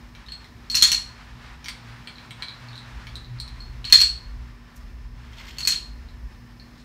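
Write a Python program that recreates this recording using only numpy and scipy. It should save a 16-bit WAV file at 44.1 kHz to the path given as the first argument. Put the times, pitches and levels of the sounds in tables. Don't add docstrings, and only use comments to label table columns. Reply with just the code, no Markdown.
import sys
import numpy as np
from scipy import signal
from scipy.fft import rfft, irfft
from scipy.io import wavfile
from scipy.ndimage import uniform_filter1d

SR = 44100
rng = np.random.default_rng(int(sys.argv[2]) if len(sys.argv) > 2 else 0)


def unload_audio(sound):
    columns = np.transpose(np.atleast_2d(sound))
    steps = np.round(np.clip(columns, -1, 1) * 32767)
    wavfile.write(sys.argv[1], SR, steps.astype(np.int16))


N = 301642


def undb(db):
    return 10 ** (np.asarray(db) / 20)


def unit(x):
    return x / np.sqrt(np.mean(x ** 2))


def curve(rows):
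    t, db = np.transpose(rows)
    return np.interp(np.arange(N) / SR, t, db, left=-120, right=-120)


def noise(shape):
    hz, db = np.transpose(shape)
    f = np.arange(1, N // 2 + 2) * SR / N
    gain = undb(np.interp(np.log(f), np.log(hz), db, left=-90, right=-90))
    return unit(irfft(rfft(rng.standard_normal(N)) * gain, N))


def narrow(hz, width_hz):
    f = np.arange(N // 2 + 1) * SR / N
    return unit(irfft(rfft(rng.standard_normal(N)) / (1 + ((f - hz) / width_hz) ** 2), N))


def walk(rate):
    k = int(SR / rate)
    steps = np.repeat(rng.standard_normal(N // k + 1), k)
    return unit(uniform_filter1d(uniform_filter1d(steps, k), k)[:N])


def band_pass(low_hz, high_hz):
    return signal.butter(2, [low_hz, high_hz], "band", fs=SR, output="sos")


def decay(t, t60):
    return np.exp(-np.log(1000) * t / t60)


def ring(t, hz, db, t60):
    modes = undb(db)[:, None] * np.sin(2 * np.pi * hz[:, None] * t) * decay(t, t60[:, None])
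    return modes.sum(axis=0)


def appliance():
    # (f/Hz, relative level/dB)
    rumble_shape = [(13, -38.5), (22, -4), (41, 4), (54, 6), (71, -3.5), (91, -14.5), (110, -12),
                    (140, -34), (240, -120)]
    # (t/s, level/dB)
    rumble_level = [(0, -47), (.42, -50), (.5, -45), (1.1, -46), (1.92, -47.5), (2.65, -51.5),
                    (2.97, -37.5), (3.3, -42), (3.56, -36), (3.8, -39), (4.1, -42), (4.44, -40.5),
                    (4.73, -51), (5.0, -40.5), (5.3, -41.5), (6.21, -40.5), (6.46, -49), (6.84, -49)]
    # (t/s, level/dB)
    hum_level = [(0, -66), (1.0, -53.5), (1.37, -50), (1.6, -64), (1.92, -44.5), (2.05, -60), (2.65, -48),
                 (2.97, -50.5), (3.35, -38.5), (3.56, -51), (3.9, -43.5), (4.08, -55), (4.6, -47),
                 (4.73, -56.5), (5.11, -47.5), (5.5, -53), (5.9, -75), (6.46, -45), (6.84, -62.5)]
    # (f/Hz, width/Hz, level/dB)
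    whir_bands = [(1007, 22, -68.5), (1160, 25, -69.5), (1790, 46, -67), (5240, 83, -72.5)]
    hum_hz, whine_hz, whine_db, rumble_cut_hz = 119.3, 240.2, -56, 38

    rumble = noise(rumble_shape) + .5 * narrow(hum_hz / 2, 5.0)
    rumble *= undb(curve(rumble_level) + 2.0 * walk(6))
    rumble = signal.sosfilt(signal.butter(8, rumble_cut_hz, "high", fs=SR, output="sos"), rumble)
    hum = narrow(hum_hz, 2.9) * undb(curve(hum_level))
    steady = np.sin(2 * np.pi * whine_hz * np.arange(N) / SR)
    whine = unit(steady + .25 * narrow(whine_hz, 6.0)) * undb(whine_db)
    whir = sum(undb(db) * narrow(hz, width) for hz, width, db in whir_bands)
    return rumble + hum + whine + whir


def sleeves():
    # (f/Hz, relative level/dB)
    cloth_shape = [(240, -48.5), (400, -19.5), (953, -4), (1100, -5), (1640, -5), (2620, -9.5),
                   (3020, -12.5), (4310, -14), (6150, -23), (12000, -38), (15600, -69), (22000, -120)]
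    # (t/s, level/dB)
    cloth_level = [(0, -57.5), (.28, -51.5), (.65, -55.5), (.9, -46), (1.2, -50.5), (1.5, -49.5),
                   (2.05, -50.5), (2.65, -48), (3.2, -51), (3.5, -52), (3.96, -52), (4.44, -54),
                   (4.65, -56.5), (5.1, -57), (5.5, -48), (5.87, -57.5), (6.84, -57.5)]
    return noise(cloth_shape) * undb(curve(cloth_level) + 1.7 * walk(25))


def background_air():
    # (f/Hz, relative level/dB)
    air_shape = [(53, -41.5), (90, -8), (124, -6.5), (192, -12), (243, -15), (445, -22.5), (576, -27),
                 (685, -27), (1180, -35), (1490, -48), (1770, -29), (3770, -43.5), (4990, -34.5),
                 (7690, -46), (15700, -48)]
    air_db = -51.5
    return noise(air_shape) * undb(air_db + 0.96 * walk(5.9))


def disc_ring(t, hz, overtone_db, held):
    # (f/Hz, level/dB, share of the ring's t60)
    overtones = [(7960, -6, .6), (8450, 2, .2), (9100, -4, .2), (12950, -14, .45), (13400, -9, .2)]
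    over_hz, over_db, share = np.transpose(overtones)
    t60 = .009 if held else .036
    shortest_t60 = 0.0043
    db = over_db + overtone_db
    if not held:
        db = db + np.where(share > .3, 4.0, -6)
    mode_t60 = np.maximum(t60 * np.r_[1, share], shortest_t60)
    disc = ring(t, np.r_[hz, over_hz], np.r_[0, db], mode_t60)
    if held:
        disc += ring(t, np.r_[hz * 0.98], np.r_[-8.5], np.r_[t60])
    return disc


def grid_shake(t, bars_db, rims_db, held):
    # (f/Hz, level/dB)
    bar_modes = [(1010, -25.5), (1430, -13), (1950, -6), (2400, -6.5), (2800, -3.5), (3250, -3.5),
                 (3650, 1), (4000, -3)]
    # (f/Hz, level/dB)
    rim_modes = [(4650, -3), (5200, -0.5), (5650, 3.5), (6150, -8), (6600, -1), (7150, -10), (8800, -11.5),
                 (9700, -8.5)]
    grid_t60, spot_t60 = .007, .018
    held_bar_hz, fall_bars_hz = 2246, (2767, 3508)
    held_tilt_db = -3
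    spot_db = -5.5 if held else -7.0

    hz, db = np.transpose(bar_modes + rim_modes)
    rim = np.arange(len(hz)) >= len(bar_modes)
    sign = (-1.) ** np.arange(len(hz))
    tilt = held * held_tilt_db * (hz - held_bar_hz) / 1000
    db = db + np.where(rim, rims_db, bars_db + tilt) + 1.5 * rng.standard_normal(len(hz))
    shifted_hz = hz * (1 + 0.034 * rng.standard_normal(len(hz)))
    frame = ring(t, sign * shifted_hz, db, np.full(len(hz), grid_t60))

    spot_hz = held_bar_hz if held else fall_bars_hz[rng.integers(2)]
    spot_hz *= 1 + .035 * rng.standard_normal()
    return frame + ring(t, np.r_[spot_hz], np.r_[bars_db + spot_db], np.r_[spot_t60])


def crack(t, rims_db, held):
    crack_db = -13 if held else -10.0
    burst = rng.standard_normal(len(t)) * np.exp(-t / 0.0061)
    return undb(rims_db + crack_db) * signal.sosfilt(band_pass(10800, 14800), burst)


def chatter(t, bars_db, rims_db):
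    chatter_db, chatter_s = -8.5, 0.02
    rattle = rng.standard_normal(len(t)) * np.exp(-t / chatter_s) * undb(chatter_db)
    bars = undb(bars_db) * signal.sosfilt(band_pass(1300, 4000), rattle)
    return bars + undb(rims_db) * signal.sosfilt(band_pass(4600, 7500), rattle)


def table_thud(t):
    # (f/Hz, level minus bars/dB, t60/s)
    table_modes = [(145.6, -30.5, 0.23), (230, -31, .06), (324, -29.5, 0.06), (487, -37, 0.023),
                   (729, -35, 0.028), (1017, -30, 0.073)]
    return ring(t, *np.transpose(table_modes))


def knocks():
    # (t/s, disc ring level/dB, disc pitch f/Hz,
    #          then minus ring: grid bars level/dB, grid rims level/dB, overtones level/dB)
    blows = [(0.1503, -48.5, 4020, 16.5, 2, -16), (0.2636, -35, 3840, -13, -15, -15),
             (0.285, -33, 4260, -2.5, -21, -24), (0.32, -26, 4293, -6, -37, -13.5),
             (0.4437, -36.5, 4030, -3, -11, -12), (0.6995, -17, 4300, -15, -12.5, -29.5),
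             (0.715, -17, 4330, -16, -16.5, -10), (0.7449, -13.5, 4120, -3, -15, -15.5),
             (0.7516, -10.5, 4260, -14, -0.5, -20.5), (0.7702, -12, 4305, -6, -7, -30.5),
             (0.8127, -10, 4180, -15, -13.5, -20), (0.8234, 0, 4260, -5.5, -3.5, -16),
             (0.8505, -9.5, 4360, -10.5, -16.5, -38), (0.876, -20, 4400, 1.5, -1.5, -35),
             (0.917, -11.5, 4324, -2, -1, -6), (0.9271, -13.5, 4250, -12, -10, -30),
             (0.9462, -12.5, 4270, -13, -17, -32), (1.6434, -33, 4350, 5, -2, -20),
             (1.6584, -30.5, 4630, 7.5, -6, -6), (1.6838, -23, 4570, 5.5, -5.5, -0.5),
             (2.0732, -25, 4280, 3.5, -26, -9.5), (2.157, -33, 4100, -18, -24, -29),
             (2.183, -29, 4070, -3, -28, -29), (2.3078, -27, 3920, 4, -17, -5),
             (2.423, -14.5, 4110, -3.5, -26, -17), (2.484, -18, 4070, -10.5, -28, -28),
             (2.686, -30, 4330, -18, -22, -29), (2.7312, -31.5, 3770, -11, -22, -26),
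             (2.7554, -27, 4100, -18, -19, -24), (2.7783, -24, 4030, -21, -31, -15),
             (3.0688, -33, 4340, 8, -8, -17), (3.1555, -20, 4020, -29, -20, -13),
             (3.246, -31, 4050, -22, -29, -33), (3.3877, -33, 4300, -16, -29, -32),
             (3.4004, -16, 4240, -26, -20.5, -9.5), (3.4783, -27, 4110, -14, -16, -15),
             (3.6038, -32.5, 4280, -22.5, -22.5, -20), (3.6555, -43.5, 4330, -6, -19.5, -29.5),
             (3.8431, -27.5, 3980, 3, -20.5, -27.5), (3.851, -22, 4330, -13, -15.5, -17.5),
             (3.872, -26.5, 4290, -3.5, -16.5, -25.5), (3.8987, -29.5, 4240, 3, -4, -15),
             (3.9243, 4.5, 4273, -8.5, -9.5, -18.5), (3.9355, -11, 4200, -12.5, -12, -22.5),
             (3.9558, -3, 4303, -15, -19.5, -29), (3.9785, -10.5, 4370, -13.5, -18.5, -25.5),
             (3.9877, -13.5, 4300, -17, -15.5, -26), (4.0032, -10, 4220, -6.5, -6.5, -24),
             (4.0141, -2, 4347, -13, -15.5, -14), (4.0348, -15, 4340, -19, -22, -22.5),
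             (4.0478, -12.5, 4310, -19.5, -20.5, -28), (4.0732, -25, 4285, -17, -19.5, -27.5),
             (5.479, -42, 4320, -6, -5, -20), (5.584, -22.5, 4420, -5, -4, -11),
             (5.6048, -24, 4350, -3, -7.5, -12.5), (5.63, -21.5, 4280, -22, -15, -15),
             (5.651, -14.5, 4390, -14, -14.5, -21), (5.6735, -8.5, 4325, -4.5, -1.5, -8),
             (5.6828, -18.5, 4250, -5, -12, -14.5), (5.7095, -12, 4233, -24, -8.5, -26),
             (5.7216, -19.5, 4300, -2, -14, -19), (5.744, -20.5, 4235, -8.5, -20, -30),
             (6.0875, -38.5, 4120, -12, -20, -26), (6.5979, -31.5, 4310, -8.5, -24, -32)]
    # (from t/s, to t/s)
    loose_spans = [(.27, .33), (.69, 1.0), (3.6, 4.2), (5.4, 5.8)]
    t = np.arange(SR // 8) / SR
    thin, thud = np.zeros(N + SR), np.zeros(N + SR)
    jolt = table_thud(t)
    for s, db, hz, bars, rims, overtone in blows:
        held = not any(a <= s <= b for a, b in loose_spans)
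        hit = disc_ring(t, hz, overtone, held) + grid_shake(t, bars, rims, held) + crack(t, rims, held)
        if not held:
            hit += chatter(t, bars, rims)
        rise_s = 0.00066 if held else 0.00043
        i = int(s * SR)
        thin[i:i + len(t)] += undb(db) * hit * (1 - np.exp(-t / rise_s))
        thud[i:i + len(t)] += undb(db + bars) * jolt
    thin = signal.sosfilt(signal.butter(2, 1100, "high", fs=SR, output="sos"), thin)
    return (thin + thud)[:N]


def room(x):
    # (f/Hz, t60/s)
    room_decay = [(500, 0.22), (2000, 0.29), (5000, 0.39), (10000, 0.27), (15000, 0.09)]
    tail_db, gap_s = 0.5, 0.0018
    early_db, early_s = 5, 0.012
    t = np.arange(SR) / SR
    tail = np.zeros(len(t))
    hz, t60 = np.transpose(room_decay)
    for mid in 500 * 2. ** np.arange(6):
        octave = band_pass(mid / np.sqrt(2), min(mid * np.sqrt(2), .45 * SR))
        band_t60 = np.interp(np.log(mid), np.log(hz), t60)
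        tail += signal.sosfilt(octave, rng.standard_normal(len(t))) * decay(t, band_t60)
    tail *= np.clip(t / gap_s - 1, 0, 1)
    tail *= 1 + undb(early_db) * np.exp(-t / early_s)
    return x + undb(tail_db) * signal.fftconvolve(x, tail / np.sqrt(np.sum(tail ** 2)))[:N]


def slide_gain(s, swell, hold, fade, db):
    times = s + np.cumsum([0, swell, hold, fade])
    return undb(curve(np.c_[times, db - 25 * np.array([1, 0, 0, 1])]))


def slides():
    # (start t/s, swell t/s, hold t/s, fade t/s, peak level/dB)
    strokes = [(4.73, .04, .005, .08, -56.5), (5.15, 0.239, 0.188, .03, -52.5),
               (6.62, 0.19, .01, .05, -58.5)]
    # (f/Hz, relative level/dB)
    scrape_shape = [(880, -31.5), (1500, -11), (3100, -1.5), (3520, -1.5), (4420, -12), (4870, -8),
                    (5270, -6.5), (9500, -24.5), (10700, -33), (13700, -30), (15700, -40)]
    swish = noise([(3000, -28), (6000, -4.5), (9000, -12), (15000, -11)])
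    scrape = noise(scrape_shape)
    scrape += .4 * narrow(4320, 30.0) + 0.1206 * narrow(13600, 380.0)
    scrape += .5 * undb(5.0 * walk(30)) * narrow(2100, 120.0)
    scrape += .5 * undb(5.0 * walk(30)) * narrow(3200, 150.0)
    shuffle = noise([(2000, -25.5), (4000, -1), (7000, -13.5), (10000, -23.5)])
    grain = undb(2.5 * walk(260) + 2.0 * walk(60))
    return grain * sum(x * slide_gain(*row) for x, row in zip((swish, scrape, shuffle), strokes))


def scene():
    return (appliance() + sleeves() + background_air() + room(knocks()) + slides())[None]


def record(dry):
    dip_hz, dip_width_hz, dip_share, top_hz = 10306, 800, 0.27, 15700
    dip = signal.lfilter(*signal.iirpeak(dip_hz, dip_hz / dip_width_hz, fs=SR), dry)
    heard = np.clip(dry - dip_share * dip, -1, 1)
    return signal.sosfilt(signal.ellip(12, .2, 75, top_hz, fs=SR, output="sos"), heard)


dry = scene()
out = record(dry)
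unload_audio(out)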